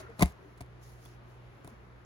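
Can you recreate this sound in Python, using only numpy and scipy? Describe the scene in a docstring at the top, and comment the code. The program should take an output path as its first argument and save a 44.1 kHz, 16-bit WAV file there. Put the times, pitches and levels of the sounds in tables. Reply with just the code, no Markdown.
"""A thin plastic lid is pried off a cup close to a phone, with mains hum and room air noise throughout.
First the bent plastic creaks in short tones; then the rim creeps and lets go in a quick run of snaps,
each a burst of noise plus ringing tones for the lid and a low thump for the cup.
A few small ticks, made like the snaps, follow with faint creaks and a soft rub of cloth and paper,
made of coloured noise. A short echo of the room follows the lid sounds."""
import sys
import numpy as np
from scipy import signal
from scipy.fft import rfft, irfft
from scipy.io import wavfile
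from scipy.ndimage import uniform_filter1d

SR = 44100
rng = np.random.default_rng(int(sys.argv[2]) if len(sys.argv) > 2 else 0)


def wav_record(signal):
    """Record a signal, one row per channel, as 16-bit PCM in the file named by sys.argv[1]."""
    frames = np.transpose(np.atleast_2d(signal))
    bounded = np.clip(frames, -1, 1)
    # unit amplitude maps onto the largest positive 16-bit level
    quanta = np.round(bounded * 32767).astype(np.int16)
    wavfile.write(sys.argv[1], SR, quanta)


N = 90404  # length in samples


def undb(db):
    """Turn decibels into a plain multiplier."""
    return 10 ** (np.asarray(db) / 20)


def curve(rows):
    """Multiplier over time, drawn through rows of seconds and dB."""
    seconds, db = np.array(rows).T
    return undb(np.interp(np.arange(N) / SR, seconds, db))


def over_hz(rows):
    """Value at every frequency, drawn through rows of Hz and value on a logarithmic pitch scale."""
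    hz, value = np.array(rows, float).T
    every_hz = np.fft.rfftfreq(N, 1 / SR)
    return np.interp(np.log(every_hz + 1), np.log(hz + 1), value)


def unit(x):
    """Scale a sound to an average (RMS) level of 1."""
    return x / np.sqrt(np.mean(x ** 2))


def walk(rate):
    """Random wandering: about `rate` new values a second, each held and then smoothed twice."""
    hold = int(SR / rate)
    steps = np.repeat(rng.standard_normal(N // hold + 1), hold)
    return uniform_filter1d(uniform_filter1d(steps, hold), hold)[:N]


def coloured(rows, flicker_db, rate):
    """Two unrelated noises of one colour; each half-octave band flickers on its own."""
    hz = np.fft.rfftfreq(N, 1 / SR) + 1
    spectrum = rfft(rng.standard_normal((2, N))) * undb(over_hz(rows))
    out = 0
    for octave in np.arange(4, 14.5, .5):  # band centres at 2 ** octave Hz
        band = np.clip(1 - 2 * abs(np.log2(hz) - octave), 0, 1)
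        out = out + irfft(spectrum * band, N) * undb(flicker_db * walk(rate))
    return unit(out)


def modes(table):
    """A struck object: fading sine tones from rows of Hz, dB and seconds to fade by 60 dB."""
    t = np.arange(SR // 4) / SR
    return sum(undb(db) * np.sin(2 * np.pi * hz * t) * np.exp(-np.log(1000) * t / t60)
               for hz, db, t60 in table)


def push(seconds):
    """A smooth push with a total of 1; a longer push excites less treble."""
    shape = np.hanning(int(seconds * SR) + 3)
    return shape / shape.sum()


def snaps():
    """Each snap or tick: a burst of grit, a short push that rings the lid, a soft late one into the cup."""
    # Rim snaps and ticks. Each row: start in seconds, crack level in dB, crack time scale in ms,
    # lid ring level in dB, lid boom level in dB, boom pitch in Hz, cup thump level in dB.
    snap_rows = [(.1000, -62, 0.89, -51.5, -70, 185, -72), (.1943, -35, 0.88, -40.5, -29.5, 202, -57),
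                 (0.207, -33.5, 3, -32.5, -42, 190, -58), (0.2122, -49, 1, -32.5, -20, 141, -45),
                 (0.2171, -39.5, 0.92, -26, -62, 185, -32), (0.2239, -16.5, 0.63, -18.5, -10.5, 196.4, -39),
                 (0.2296, -22, 0.56, -26, -17, 176, -15), (.2580, -36.5, 0.98, -45.5, -32, 187, -78),
                 (0.323, -54, 0.58, -69, -64, 182, -66), (.5720, -63, 7.2, -62, -48, 183, -64),
                 (0.606, -47.5, 2.3, -43.5, -53, 199, -57), (0.6103, -48, 2.7, -46, -36.5, 110, -43),
                 (.6210, -54, 1.6, -57.5, -47, 183, -50), (0.662, -61.5, 0.5, -63, -66, 185, -73),
                 (1.0530, -43.5, 0.36, -72, -57, 185, -64.5), (1.058, -49, 0.64, -53, -65, 185, -67),
                 (1.6450, -53, 2.1, -49, -59, 208, -65), (1.6520, -62, 1.6, -58, -43, 164, -48),
                 (1.6745, -48.5, 1.94, -46, -47.5, 207, -57)]
    # Colour of the crack. Each row: frequency in Hz, relative level in dB.
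    crack_colour = [(800, -26.5), (2200, 2.5), (3000, -14), (3800, -9.5), (6000, -12.5), (7500, -9),
                    (8600, 0.5), (9600, -5.5), (11500, -18.5), (13500, -9), (15500, -18.5), (20000, -14)]
    # Ringing tones of the lid. Each row: pitch in Hz, relative level in dB, 60 dB fade in seconds.
    ring_modes = [(278, 0, 0.046), (406, -6.5, 0.038), (602, -3.5, 0.041), (711, 0.5, 0.03),
                  (906, -4, 0.03), (1004, 1, 0.019), (1270, -3, 0.01)]
    # Low tone of the cup. Each row: pitch in Hz, relative level in dB, 60 dB fade in seconds.
    thump_modes = [(68, 0, 0.13)]
    ring_push_s, boom_push_s, thump_push_s = 0.00076, 0.0019, 0.0095
    boom_t60_s, thump_lag_s = 0.047, 0.0012

    # every other tone starts in the opposite direction
    ring = modes(ring_modes[1::2]) - modes(ring_modes[::2])
    ring = np.convolve(ring, push(ring_push_s))
    thump = np.convolve(modes(thump_modes), push(thump_push_s))
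    thump = np.pad(thump, (int(thump_lag_s * SR), 0))
    grit = coloured(crack_colour, 0, 10)
    t = np.arange(1500) / SR
    out = np.zeros((2, N + SR))
    for start_s, crack_db, crack_ms, ring_db, boom_db, boom_hz, thump_db in snap_rows:
        i = int(start_s * SR)
        u = t * 1000 / crack_ms
        crack = grit[:, i:i + len(t)] * u * np.exp(1 - u ** 1.37)  # quick rise, then fade
        boom = -np.convolve(modes([(boom_hz, boom_db, boom_t60_s)]), push(boom_push_s))
        for part, db in ((crack, crack_db), (ring, ring_db), (boom, 0), (thump, thump_db)):
            out[:, i:i + part.shape[-1]] += part * undb(db)
    return out[:, :N]


def creaks():
    """Bent plastic creaks: short sine notes with soft edges and a slightly rough level."""
    # Creaking notes. Each row: centre in seconds, pitch in Hz, length in seconds, level in dB.
    creak_rows = [(.010, 640, .02, -51), (0.047, 380, 0.021, -52), (0.044, 1390, .03, -58),
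                  (0.072, 1370, 0.02, -52.5), (0.101, 460, 0.037, -49.5), (.102, 2020, 0.013, -60),
                  (0.208, 1030, 0.0045, -28), (0.222, 2130, .012, -27), (0.447, 390, 0.058, -56.5),
                  (0.473, 295, 0.064, -57), (1.061, 3400, 0.0063, -57), (1.726, 230, 0.031, -54)]
    t = np.arange(N) / SR
    notes = np.zeros(N)
    for centre_s, hz, length_s, db in creak_rows:
        swell = np.exp(-(2 * (t - centre_s) / length_s) ** 2)
        phase = rng.uniform(0, 2 * np.pi)
        notes += undb(db) * swell * np.sin(2 * np.pi * hz * t + phase)
    return notes * undb(2.0 * walk(160))


def creep():
    """The rim creeping between the snaps: flickering noise that rises and falls with the run."""
    # Loudness of the creeping. Each row: time in seconds, level in dB.
    creep_level = [(.17, -82), (.19, -53.5), (.196, -39), (.205, -43.5), (.211, -47), (.22, -37),
                   (.232, -26.5), (.245, -57), (.27, -50.5), (.32, -62), (.35, -88)]
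    # Its colour. Each row: frequency in Hz, relative level in dB.
    creep_colour = [(300, 6), (1000, 5), (2000, 1), (4000, -9), (8600, -7), (11000, -12.5), (13500, -10),
                    (16500, -21)]
    return coloured(creep_colour, 1.9, 370) * curve(creep_level)


def rub():
    """Cloth and paper rubbing: bright noise made grainy by fast changes in level."""
    # Loudness of the rubbing. Each row: time in seconds, level in dB.
    rub_level = [(0, -52.5), (.04, -72), (.1, -91), (.18, -72), (.38, -81.5), (.44, -78), (.52, -78.5),
                 (.7, -86), (.79, -88), (.83, -64), (.94, -67), (.97, -71.5), (1.05, -63.5), (1.14, -70),
                 (1.2, -90), (1.3, -74.5), (1.42, -85), (1.62, -81), (1.65, -72), (1.7, -69), (1.76, -84),
                 (2.05, -87)]
    # Its colour. Each row: frequency in Hz, relative level in dB.
    rub_colour = [(1500, -17.5), (3000, -4), (5500, 0.5), (6800, 0), (7800, -6), (9000, -0.5), (11500, -6),
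                  (13300, -2), (15000, -11), (16500, -13)]
    grain = undb(1.5 * walk(400))
    return coloured(rub_colour, 1.4, 45) * grain * curve(rub_level)


def tail(x):
    """Short echo of the room: fading noise stands in for many reflections, different at each port."""
    tail_db, tail_t60_s, rise_s = -14, 0.15, 0.0027
    t = np.arange(SR // 2) / SR
    fade = np.exp(-np.log(1000) * t / tail_t60_s)
    echo = rng.standard_normal((2, len(t))) * fade * np.minimum(t / rise_s, 1)
    echo = echo / np.sqrt(np.sum(echo[0] ** 2))
    return signal.fftconvolve(x[None], echo, axes=1)[:, :N] * undb(tail_db)


def air():
    """Air noise of the quiet room: mostly low noise whose bands drift slowly."""
    # Colour of the room air. Each row: frequency in Hz, relative level in dB.
    air_colour = [(15, -69), (30, -48), (45, -9.5), (70, -11), (90, -10.5), (150, -15), (270, -19),
                  (370, -16), (700, -21.5), (1300, -22), (2200, -28.5), (4500, -41.5), (7000, -50),
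                  (12000, -54.5), (16500, -60)]
    # Its loudness. Each row: time in seconds, level in dB.
    air_level = [(0, -47), (.06, -52.5), (.12, -53), (.17, -55.5), (.35, -55), (.45, -56), (.55, -56.5),
                 (1.0, -57), (1.5, -55.5), (1.7, -55.5), (1.8, -56.5), (2.05, -57.5)]
    return coloured(air_colour, 1.2, 11.84) * curve(air_level)


def hum():
    """Mains hum: steady low tones near multiples of 60 Hz, each wandering a little in level."""
    # Hum tones. Each row: pitch in Hz, level in dB before the lift and level curve below.
    hum_tones = [(60, -58.5), (120, -53.5), (180, -71.5), (358, -69.5)]
    # Rise and fall of the whole hum. Each row: time in seconds, gain in dB.
    hum_level = [(0, -1.5), (.1, -3.5), (.3, -11.5), (.45, -4), (.7, -1.5), (1.0, -2), (1.45, -0.5),
                 (1.6, -6.5), (1.75, -3), (2.05, -6)]
    lift_db = 3
    t = np.arange(N) / SR
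    tone = np.zeros(N)
    for hz, db in hum_tones:
        level = undb(db + lift_db + 0.9 * walk(2.6))
        tone += level * np.sin(2 * np.pi * hz * t + rng.uniform(0, 4.7))
    return np.array([tone, tone]) * curve(hum_level)


def ports(pair, balance, likeness):
    """Two microphone ports: the right hears the left phase-shifted, mixed with a second signal."""
    # Phase of right against left. Each row: frequency in Hz, phase in radians.
    port_phase = [(0, -.3), (400, -.4), (1100, -.6), (1700, -2.9), (2400, -3.3), (5200, -8.3), (6400, -6.1),
                  (7900, -3.25), (9000, -3.05), (10500, -.1), (11500, .1), (13000, 3.05), (14200, 3.25),
                  (15000, 6.2), (22050, 6.3)]
    first, second = rfft(pair)
    share = np.clip(likeness, 0, 1)  # 1 means both ports hear the same signal
    tilt = undb(over_hz(balance) / 2)  # half the difference goes to each side
    hz, radians = np.array(port_phase).T
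    turn = np.exp(1j * np.interp(np.fft.rfftfreq(N, 1 / SR), hz, radians))
    left = first * tilt
    right = (share * first + np.sqrt(1 - share ** 2) * second) * turn / tilt
    return irfft(np.array([left, right]), N)


def scene():
    """Add the nearby lid, the diffuse sounds and the hum as heard at the two ports."""
    # Likeness of diffuse sound at the two ports. Each row: frequency in Hz, likeness from 0 to 1.
    port_likeness = [(60, 1), (150, 0.9), (300, 0.37), (1000, 0.15), (2000, 0.1), (5000, .15), (7000, 0.2),
                     (7900, 0.98), (16000, 0.93)]
    # Left minus right for the lid. Each row: frequency in Hz, difference in dB.
    lid_balance = [(60, 1), (110, 6), (200, 6), (380, 7), (700, 9.5), (1290, 6), (2380, 1), (4400, -8),
                   (8120, -1), (15000, 0.0)]
    # Left minus right for all other sounds. Each row: frequency in Hz, difference in dB.
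    air_balance = [(60, -5), (110, 0), (200, -2.5), (380, 2.5), (700, 4.5), (1290, 1), (2380, 0.5),
                   (4400, 1.5), (8120, -2.5), (15000, 0.5)]
    diffuse = over_hz(port_likeness)
    near = np.maximum(diffuse, .8)
    lid = snaps() + creaks()
    close_sound = ports(lid + creep(), lid_balance, near)
    room_sound = ports(tail(lid[0]) + rub() + air(), air_balance, diffuse)
    return close_sound + room_sound + ports(hum(), air_balance, 1)


def record(dry):
    """The phone trims the deep bass below 40 Hz and cuts the top steeply above 16100 Hz."""
    bass_trim = signal.butter(3, 40, "high", fs=SR, output="sos")
    top_cut = signal.ellip(10, .2, 60, 16100, fs=SR, output="sos")
    return signal.sosfilt(top_cut, signal.sosfilt(bass_trim, dry))


dry = scene()
out = record(dry)
wav_record(out)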